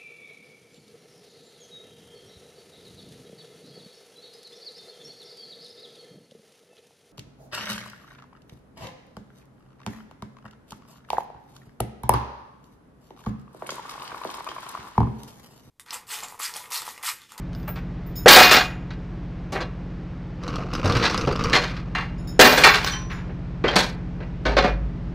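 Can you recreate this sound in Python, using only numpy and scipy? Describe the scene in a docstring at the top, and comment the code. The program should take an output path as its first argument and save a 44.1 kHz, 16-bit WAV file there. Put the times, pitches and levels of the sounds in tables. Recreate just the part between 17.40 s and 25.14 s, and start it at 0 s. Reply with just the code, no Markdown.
"""A yard beside a warehouse, the microphone close to a flatbed trailer, a diesel idling nearby.
A steel tie-down chain is tossed onto the deck, hauled over a wooden cable reel and dropped again.
Heaps of links clatter and thump the boards, single links tick and ring, the hook pings, the reel knocks.
The heaviest falls overload the microphone, and near the end the trailer bed booms as it is leant on.
The warehouse wall returns a faint tail; far machinery and air lie underneath."""
import sys
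import numpy as np
from scipy import signal
from scipy.fft import rfft, irfft
from scipy.io import wavfile

SR = 44100
rng = np.random.default_rng(int(sys.argv[2]) if len(sys.argv) > 2 else 0)


def write(x):
    x = np.atleast_2d(x).T
    wavfile.write(sys.argv[1], SR, np.round(np.clip(x, -1, 1) * 32767).astype(np.int16))


N = 341334
T = np.arange(N) / SR
HIT = T[:SR // 2]  # time axis of one impact
HOLD_S = 0.0081  # links keep arriving at full strength this long

# Modes of the deck boards and steel frame. Each row: frequency in Hz, relative level in dB, t60 in seconds.
DECK_MODES = [(252, -14.5, 0.051), (378, -4.5, 0.13), (434.4, -4.5, 0.13), (500.6, -2, .18),
              (572.4, -5, .18), (627.5, -5.5, 0.16), (752.2, 0, 0.12), (867, -5, 0.12), (1100, 0.5, 0.12),
              (1348, -10, 0.22), (1535, -8, 0.18), (1623, -9.5, 0.29), (1950, -8.5, 0.24),
              (2230, -1, 0.076), (2471, -5.5, 0.35), (2768, -0.5, 0.19), (3526, -7.5, 0.15),
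              (4130, -1, 0.14)]
# The chain sliding over the reel's rim. Each row: time in seconds, level in dB.
DRAG_LEVELS = [(2.981, -62), (3.032, -36.5), (3.156, -32.5), (3.28, -41), (3.36, -27.5), (3.54, -23.5),
               (3.62, -26), (3.83, -28.5), (4.1, -25)]


def amp(db):
    """Decibels to gain."""
    return 10 ** (np.asarray(db) / 20)


def unit(x, size=None):
    """Scale to rms 1, judged over the first `size` samples or over all."""
    return x / np.sqrt(np.mean(x[:size] ** 2) + 1e-18)


def add(track, s, sound):
    """Mix a sound in at s seconds."""
    start = max(int(s * SR), 0)
    track[start:start + len(sound)] += sound[:N - start]


def fade(t, t60):
    """Exponential decay, 60 dB down after t60 seconds."""
    return np.exp(-np.log(1000) * t / np.maximum(t60, 1e-3))


def band(x, lo_hz, hi_hz, order=3):
    """Causal band-pass."""
    sos = signal.butter(order, [lo_hz, min(hi_hz, SR / 2 - 1)], "band", fs=SR, output="sos")
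    return signal.sosfilt(sos, x)


def colour(x, points, size=2048):
    """Causal filter through (Hz, dB) points, by way of the cepstrum."""
    hz, db = np.transpose(points)
    bin_hz = np.arange(size // 2 + 1) * SR / size
    gain = amp(np.interp(np.log(bin_hz + 1), np.log(hz), db))
    cepstrum = irfft(np.log(gain))
    cepstrum[1:size // 2] *= 2  # fold to minimum phase
    cepstrum[size // 2 + 1:] = 0
    return signal.fftconvolve(x, irfft(np.exp(rfft(cepstrum))))[:len(x)]


def walk(rate):
    """Slow random wander with a spread near 1, turning `rate` times a second."""
    return np.interp(T * rate, np.arange(512), rng.standard_normal(512))


def ring(hz, gain, t60):
    """Struck modes: a sum of decaying sines."""
    t = HIT.astype(np.float32)
    turn = np.float32(2 * np.pi * hz)
    loss = np.float32(np.log(1000) / np.maximum(t60, 1e-3))
    modes = np.sin(np.outer(turn, t)) * np.exp(-np.outer(loss, t))
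    return (np.float32(gain) @ modes).astype(float)


def contacts(n, rate, spread_db):
    """Random clicks of uneven strength, about `rate` a second."""
    clicks = (rng.random(n) < rate / SR) * rng.choice([-1, 1], n)
    return clicks * amp(spread_db * np.clip(rng.standard_normal(n), -2, 2))


def pour(t, settle_s, rest_s=.34):
    """Strength of the contacts: steady while links arrive, then dying as the heap settles and rests."""
    settling = np.maximum(t - HOLD_S, 0) / max(settle_s, .004)
    return (t >= 0) * np.exp(-settling - (t / rest_s) ** 4)


def crunch(hits, t60):
    """Every contact sets off its own short, pitchless crack."""
    power = signal.fftconvolve(hits ** 2, unit(fade(HIT, t60)) ** 2)[:len(hits)]
    return np.sqrt(np.abs(power)) * rng.standard_normal(len(hits))


def diesel(cycle_hz=14.9, waver_db=0.84, smear=0.037, rumble_db=-45):
    """A diesel idles nearby: steady exhaust lines, each wavering a little, over a soft rumble."""
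    # The exhaust note at the microphone. Each row: time in seconds, level in dB.
    idle_levels = [(0, -31.5), (2.802, -33.5), (3.7, -31), (7.699, -30.5)]
    # Exhaust lines; six cylinders stress every third.
    # Each row: multiple of the cycle rate, relative level in dB.
    orders = [(3, 0.5), (4, -3), (5, -11.5), (6, -5.5), (7, -7), (8, -6), (9, 0), (11, -4), (12, 0.5),
              (13, -24.5), (14, -17), (16, -11.5), (17, -16.5), (19, -23), (20, -17), (22, -20),
              (23, -18.5), (28, -18.5)]
    lines = 0
    for order, line_db in orders:
        # the silencer delays higher lines more, which smears the firings into a smooth drone
        cycles = cycle_hz * T - smear * order
        lines += amp(line_db + waver_db * walk(4.8)) * np.sin(2 * np.pi * order * cycles)
    rumble_colour = [(15, -5.5), (35, 4.5), (130, -12.5), (300, -7.5),
                     (450, -14.5), (900, -35), (3000, -75.5)]
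    rumble = colour(rng.standard_normal(N), rumble_colour)
    s, db = np.transpose(idle_levels)
    return unit(lines) * amp(np.interp(T, s, db)) + amp(rumble_db) * unit(rumble)


def yard(level_db=-44.5):
    """Far machinery and air, smooth and steady."""
    # Spectrum of the open yard. Each row: frequency in Hz, relative level in dB.
    yard_colour = [(150, -8), (300, 1.5), (400, -6), (600, -7.5), (930, -11), (2100, -18.5), (3500, -27),
                   (5500, -33.5), (8000, -47), (15000, -75)]
    return unit(colour(rng.standard_normal(N), yard_colour)) * amp(level_db)


def tick(snap_t60=0.007, rustle_t60=0.3, rustle_db=-22, ring_t60=0.059, ring_db=-4, count=12):
    """A hard snap, a damped ring of the taut link and a short rustle of its neighbours."""
    # Tone of a snapping link. Each row: frequency in Hz, relative gain in dB.
    tick_colour = [(200, 5), (1300, 12.5), (2500, -3), (4800, 5), (6000, -1), (7200, -8), (11000, -15.5),
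                   (15500, -30)]
    envelope = fade(HIT, snap_t60) + amp(rustle_db) * fade(HIT, rustle_t60)
    snap = rng.standard_normal(len(HIT)) * envelope
    chink = ring(rng.uniform(2500, 6500, count), rng.standard_normal(count), np.full(count, ring_t60))
    return unit(colour(unit(snap) + amp(ring_db) * unit(chink), tick_colour), size=1323)


def ticks(tick_db=-3, pull_s=3.48, links_per_s=25, train_db=-7.5, jitter=0.29, scatter_db=3):
    """Lone snaps, then from pull_s a loose train of links crossing the rim that grows with the pull."""
    # Single links snapping over an edge. Each row: start in seconds, relative level in dB.
    snaps = [(0.131, -50), (0.15, -47.5), (0.199, -58), (0.23, -56), (3.036, -43), (3.079, -35.5),
             (3.158, -36), (3.336, -33.5), (3.352, -31), (3.458, -30), (3.523, -29), (3.568, -27.5),
             (3.745, -27), (3.777, -28), (4.039, -30), (5.446, -24.5)]
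    out = np.zeros(N)
    for s, db in snaps:
        add(out, s, amp(db + tick_db) * tick())
    drag_s, drag_db = np.transpose(DRAG_LEVELS)
    full_db, growth = -24, 2  # around the full pull, ticks change 2 dB for each dB of sliding
    for s in np.arange(pull_s, drag_s[-1], 1 / links_per_s):
        late, strength = rng.standard_normal(2)
        pull_db = full_db + growth * (np.interp(s, drag_s, drag_db) - full_db)
        db = pull_db + train_db + scatter_db * strength
        add(out, s + jitter * late / links_per_s, amp(db + tick_db) * tick())
    return out


def free_links(top_db, shake_s, detune, scatter_db=2, count=5, top_above_hz=13000):
    """A few free links of slightly unlike pitch jostle each other and ring on."""
    # Modes of a free link. Each row: frequency in Hz, relative level in dB, t60 in seconds.
    link_modes = [(3790, -7, 0.24), (4944, -7, .17), (5260, 0.5, 0.27), (6860, -5, .35), (10000, -13, 0.34),
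                  (12150, -19, 0.27), (13600, -1, .2), (14300, -2, .2), (14650, -1, .2), (15020, -3.5, .15)]
    hz, db, t60 = np.transpose(link_modes)
    db = db + top_db * (hz > top_above_hz)
    out = 0
    for _ in range(count):
        offset, strength = rng.standard_normal((2, len(hz)))
        tone = ring(hz * (1 + detune * offset), amp(db + scatter_db * strength), t60)
        shake = contacts(len(HIT), rate=610, spread_db=2) * pour(HIT + HOLD_S, shake_s)
        out = out + signal.fftconvolve(shake / np.linalg.norm(shake), tone)
    return out / np.sqrt(count)


def jingles(detune=0.0053, detune_per_s=.12):
    """Loose links ring when nudged or dropped; a longer shake stirs links of more varied size."""
    # Links left free to ring. Each row: start in seconds, level in dB, extra gain of the top
    # partials in dB, shaking time in seconds.
    nudges = [(0.145, -69, 13, 0.079), (0.279, -61, 24, 0.014), (0.665, -69.5, 18, 0.0082),
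              (0.755, -39, 3, 0.028), (0.9, -20.5, 9.5, 0.07), (1.115, -23, 0.5, 0.02),
              (2.126, -59, -8, .012), (4.129, -35, -25, .02), (4.781, -52.5, -27.5, 0.0063),
              (4.873, -41, -13, 0.011), (5.0, -27.5, 9, .08), (5.255, -27.5, -3.5, .04),
              (5.44, -40, -2, .02), (5.715, -50, -14.5, .012)]
    out = np.zeros(N)
    for s, db, top_db, shake_s in nudges:
        add(out, s, amp(db) * free_links(top_db, shake_s, detune + detune_per_s * shake_s))
    return out


def clank(settle_s, deck_db=-7, heap_db=-1, heap_t60=0.071, lead_db=9, rise_s=0.0017, count=56):
    """A run of link contacts, then the slack end; each cracks and rings the deck and the heap of links."""
    # Tone of a landing, heard close. Each row: frequency in Hz, gain in dB.
    clank_colour = [(100, -17.5), (250, -2), (500, -6.5), (1000, -2), (1600, 3), (2500, -1.5), (3200, -2),
                    (4500, -0.5), (6000, -11), (7200, -21), (12500, -28.5), (15500, -40)]
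    hits = contacts(len(HIT), rate=750, spread_db=5.5)
    hits[0] = amp(lead_db)
    slack_end = amp(-13.5) * pour(HIT - 1.5 * settle_s, 0.88 * settle_s)
    hits *= np.hypot(pour(HIT, settle_s), slack_end)
    hz, db, t60 = np.transpose(DECK_MODES)
    # the chain's own weight shifts the deck modes a little
    loaded_hz = hz * (1 + .015 * rng.standard_normal(len(hz)))
    deck = ring(loaded_hz, amp(db) * rng.choice([-1, 1], len(hz)), t60)
    # links wedged against each other ring at new pitches with every landing; high modes die first
    heap_hz = 700 * 20 ** ((np.arange(count) + rng.random(count)) / count)
    heap_gain = rng.choice([-1, 1], count) * np.sqrt(heap_hz)
    heap = ring(heap_hz, heap_gain, heap_t60 * np.sqrt(3000 / heap_hz))
    rings = signal.fftconvolve(hits, amp(deck_db) * unit(deck) + amp(heap_db) * unit(heap))[:len(HIT)]
    cracks = crunch(hits, t60=.055)
    return colour((rings + cracks) * (1 - np.exp(-HIT / rise_s)), clank_colour)


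def clanks(clang_db=-2.5, sizzle_trim_db=-3):
    """Landings on wood thud; landings have a hard edge, and their sizzle depends on whether the reel shadows
    them from the microphone."""
    # Lengths of chain landing. Each row: start in seconds, base level in dB, offsets in dB for thud,
    # edge and sizzle (before its trim), settling time in seconds.
    landings = [(0.275, -37, -3.5, -22, -19, 0.0076), (0.356, -40, -8, -12.5, -25, 0.019),
                (0.859, -8.5, -8, -18.5, -23.5, 0.038), (0.879, -2, -10.5, -1.5, -17, 0.083),
                (0.958, -2.5, -12.5, -6.5, -16.5, 0.049), (1.109, -10.5, -10, -6, -13, 0.036),
                (1.138, -13, -10, -7.5, -24, 0.038), (1.504, -42, -24, -8.5, -45, 0.0096),
                (2.121, -35, 2, -6.5, -10, 0.022), (2.149, -28.5, -2, -24, -38, 0.043),
                (2.204, -35, 2, -4.5, -24, 0.019), (3.18, -47, 11.5, -29, -45, 0.044),
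                (3.441, -32.5, 7, -6, -16, .04), (3.549, -27.5, -8, -8, -24, 0.035),
                (3.624, -20, -10, -4.5, -24, 0.044), (3.871, -37, 13.5, -5, -35, 0.022),
                (4.129, -14, -11, -7, -24, 0.053), (4.364, -39.5, -19, -8.5, -27, 0.018),
                (4.549, -23.5, -18, -15, -29.5, 0.039), (4.992, -2, -6, -7, -14.5, 0.058),
                (5.173, -17, -5, -7.5, -11.5, 0.046), (5.235, -4.5, -14.5, -10, -28.5, 0.042),
                (5.336, -20, -10, -5, -16, 0.061), (5.461, -25, -17.5, -4, -13, 0.044),
                (5.53, -33.5, -27, -12, -30, 0.037), (5.698, -33.5, -30, -16, -31, .065),
                (5.891, -50, 7.5, -30, -40, 0.0098), (6.239, -23, -2, -18, -43.5, 0.033),
                (6.279, -25.5, -2, -8, -32, 0.033), (6.356, -16.5, -4, -3, -11.5, 0.035),
                (6.802, -42.5, 2.5, -19, -50, .03), (7.052, -23, -0.5, -11, -34, 0.055),
                (7.166, -16, -4, -9.5, -43, .037), (7.237, -22.5, 3.5, -14, -32, 0.027)]
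    out = np.zeros(N)
    for s, db, thud_db, edge_db, sizzle_db, settle_s in landings:
        sound = clank(settle_s)
        bands = [(150, 667, thud_db), (780, 2660, clang_db),
                 (3050, 7300, edge_db), (6760, 17000, sizzle_db + sizzle_trim_db)]
        for lo_hz, hi_hz, band_db in bands:
            part = unit(band(sound, lo_hz, hi_hz, order=4), size=1764)  # level set on the first 40 ms
            add(out, s, amp(db + band_db) * part)
    return out


def slams(thump_t60=0.08, db_per_octave=-14):
    """The chain's weight drives the boards, most strongly near a pitch that depends on where it lands."""
    # The heaviest falls. Each row: start in seconds, level in dB, centre frequency in Hz.
    falls = [(0.859, -0.5, 477), (0.965, -1.5, 760), (1.01, -10, 750), (4.993, -2, 440),
             (6.242, -18.5, 393), (7.168, -20.5, 560)]
    out = np.zeros(N)
    hz, db, _ = np.transpose(DECK_MODES)
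    for s, slam_db, centre_hz in falls:
        octaves_off = np.abs(np.log2(hz / centre_hz))
        gain = amp(db + db_per_octave * octaves_off) * rng.choice([-1, 1], len(hz))
        thump = ring(hz, gain, np.full(len(hz), thump_t60))
        add(out, s, amp(slam_db) * unit(thump, size=882))
    return out


def pings_and_knocks(rise_s=0.0014):
    """The hook pings and the boards and reel knock, each strike on a single mode."""
    # Lone notes. Each row: start in seconds, frequency in Hz, level in dB, t60 in seconds.
    strikes = [(0.965, 731.6, -6.5, 0.41), (3.445, 94, -12.5, .28), (3.556, 119, -13.5, .21),
               (3.872, 142, -13.5, 0.085), (4.55, 2060, -29.5, .36), (4.553, 2790, -27.5, 0.35),
               (4.995, 251, -13.5, 0.55), (4.996, 517, -5.5, .17), (5.237, 2392, -3, 0.11),
               (5.511, 5880, -29.5, 0.45), (5.53, 3100, -26.5, .19), (5.53, 1042, -36, 0.88),
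               (6.28, 3175, -16, 0.1), (6.361, 192, -14.5, 0.16), (7.169, 552, -15.5, 0.39)]
    out = np.zeros(N)
    attack = 1 - np.exp(-HIT / rise_s)
    for s, hz, db, t60 in strikes:
        add(out, s, amp(db) * np.sin(2 * np.pi * hz * HIT) * fade(HIT, t60) * attack)
    return out


def drag(stop_t60=0.89):
    """Links bump and scrape along the reel's wooden rim until the chain comes free."""
    # Tone of steel sliding on the reel. Each row: frequency in Hz, relative gain in dB.
    drag_colour = [(100, 4), (220, 3), (350, 2.5), (400, -8), (480, 6.5), (600, -9.5), (850, -12),
                   (1220, 3), (1770, -13.5), (2800, -10), (3300, -21), (4500, -19), (5800, -23),
                   (9000, -46), (15000, -51.5)]
    s, db = np.transpose(DRAG_LEVELS)
    scrape = crunch(contacts(N, rate=350, spread_db=3), t60=.03)
    level = amp(np.interp(T, s, db, left=-120)) * fade(np.maximum(T - s[-1], 0), stop_t60)
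    return unit(colour(scrape, drag_colour)) * level


def sway(mode_hz=51.5, wander_hz=.8):
    """The long trailer bed booms at its lowest mode."""
    # The bed swaying as it is leant on. Each row: time in seconds, level in dB.
    sway_levels = [(7.04, -46), (7.09, -20), (7.2, -27), (7.3, -25.5), (7.45, -24), (7.53, -42),
                   (7.73, -34)]
    s, db = np.transpose(sway_levels)
    phase = 2 * np.pi * np.cumsum(mode_hz + wander_hz * walk(26)) / SR
    return np.sqrt(2) * np.sin(phase) * amp(np.interp(T, s, db, left=-120))


def wall(x, wet_db=-29, low_t60=0.53, high_t60=0.31, build_s=0.046):
    """The warehouse front and stacked pallets scatter a faint, dull tail back to the microphone."""
    t = T[:SR]
    noise = rng.standard_normal(SR)
    tail = band(noise, 180, 2500) * fade(t, low_t60) + .7 * band(noise, 3040, 6500) * fade(t, high_t60)
    tail *= 1 - np.exp(-t / build_s)
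    return amp(wet_db) * signal.fftconvolve(x, tail / np.linalg.norm(tail))[:N]


def scene():
    """Chain and trailer up close, engine and yard behind, heard alike on both sides."""
    chain = clanks() + slams() + ticks() + jingles() + pings_and_knocks() + drag()
    return np.tile(chain + wall(chain) + sway() + diesel() + yard(), (2, 1))


def record(dry, ceiling=0.67, top_hz=15700):
    """The close microphone saturates on the heaviest falls; the top is cut steeply."""
    clipped = dry / (1 + (dry / ceiling) ** 10) ** (1 / 10)
    return signal.sosfilt(signal.ellip(10, .2, 70, top_hz, fs=SR, output="sos"), clipped)


dry = scene()
out = record(dry)
write(out)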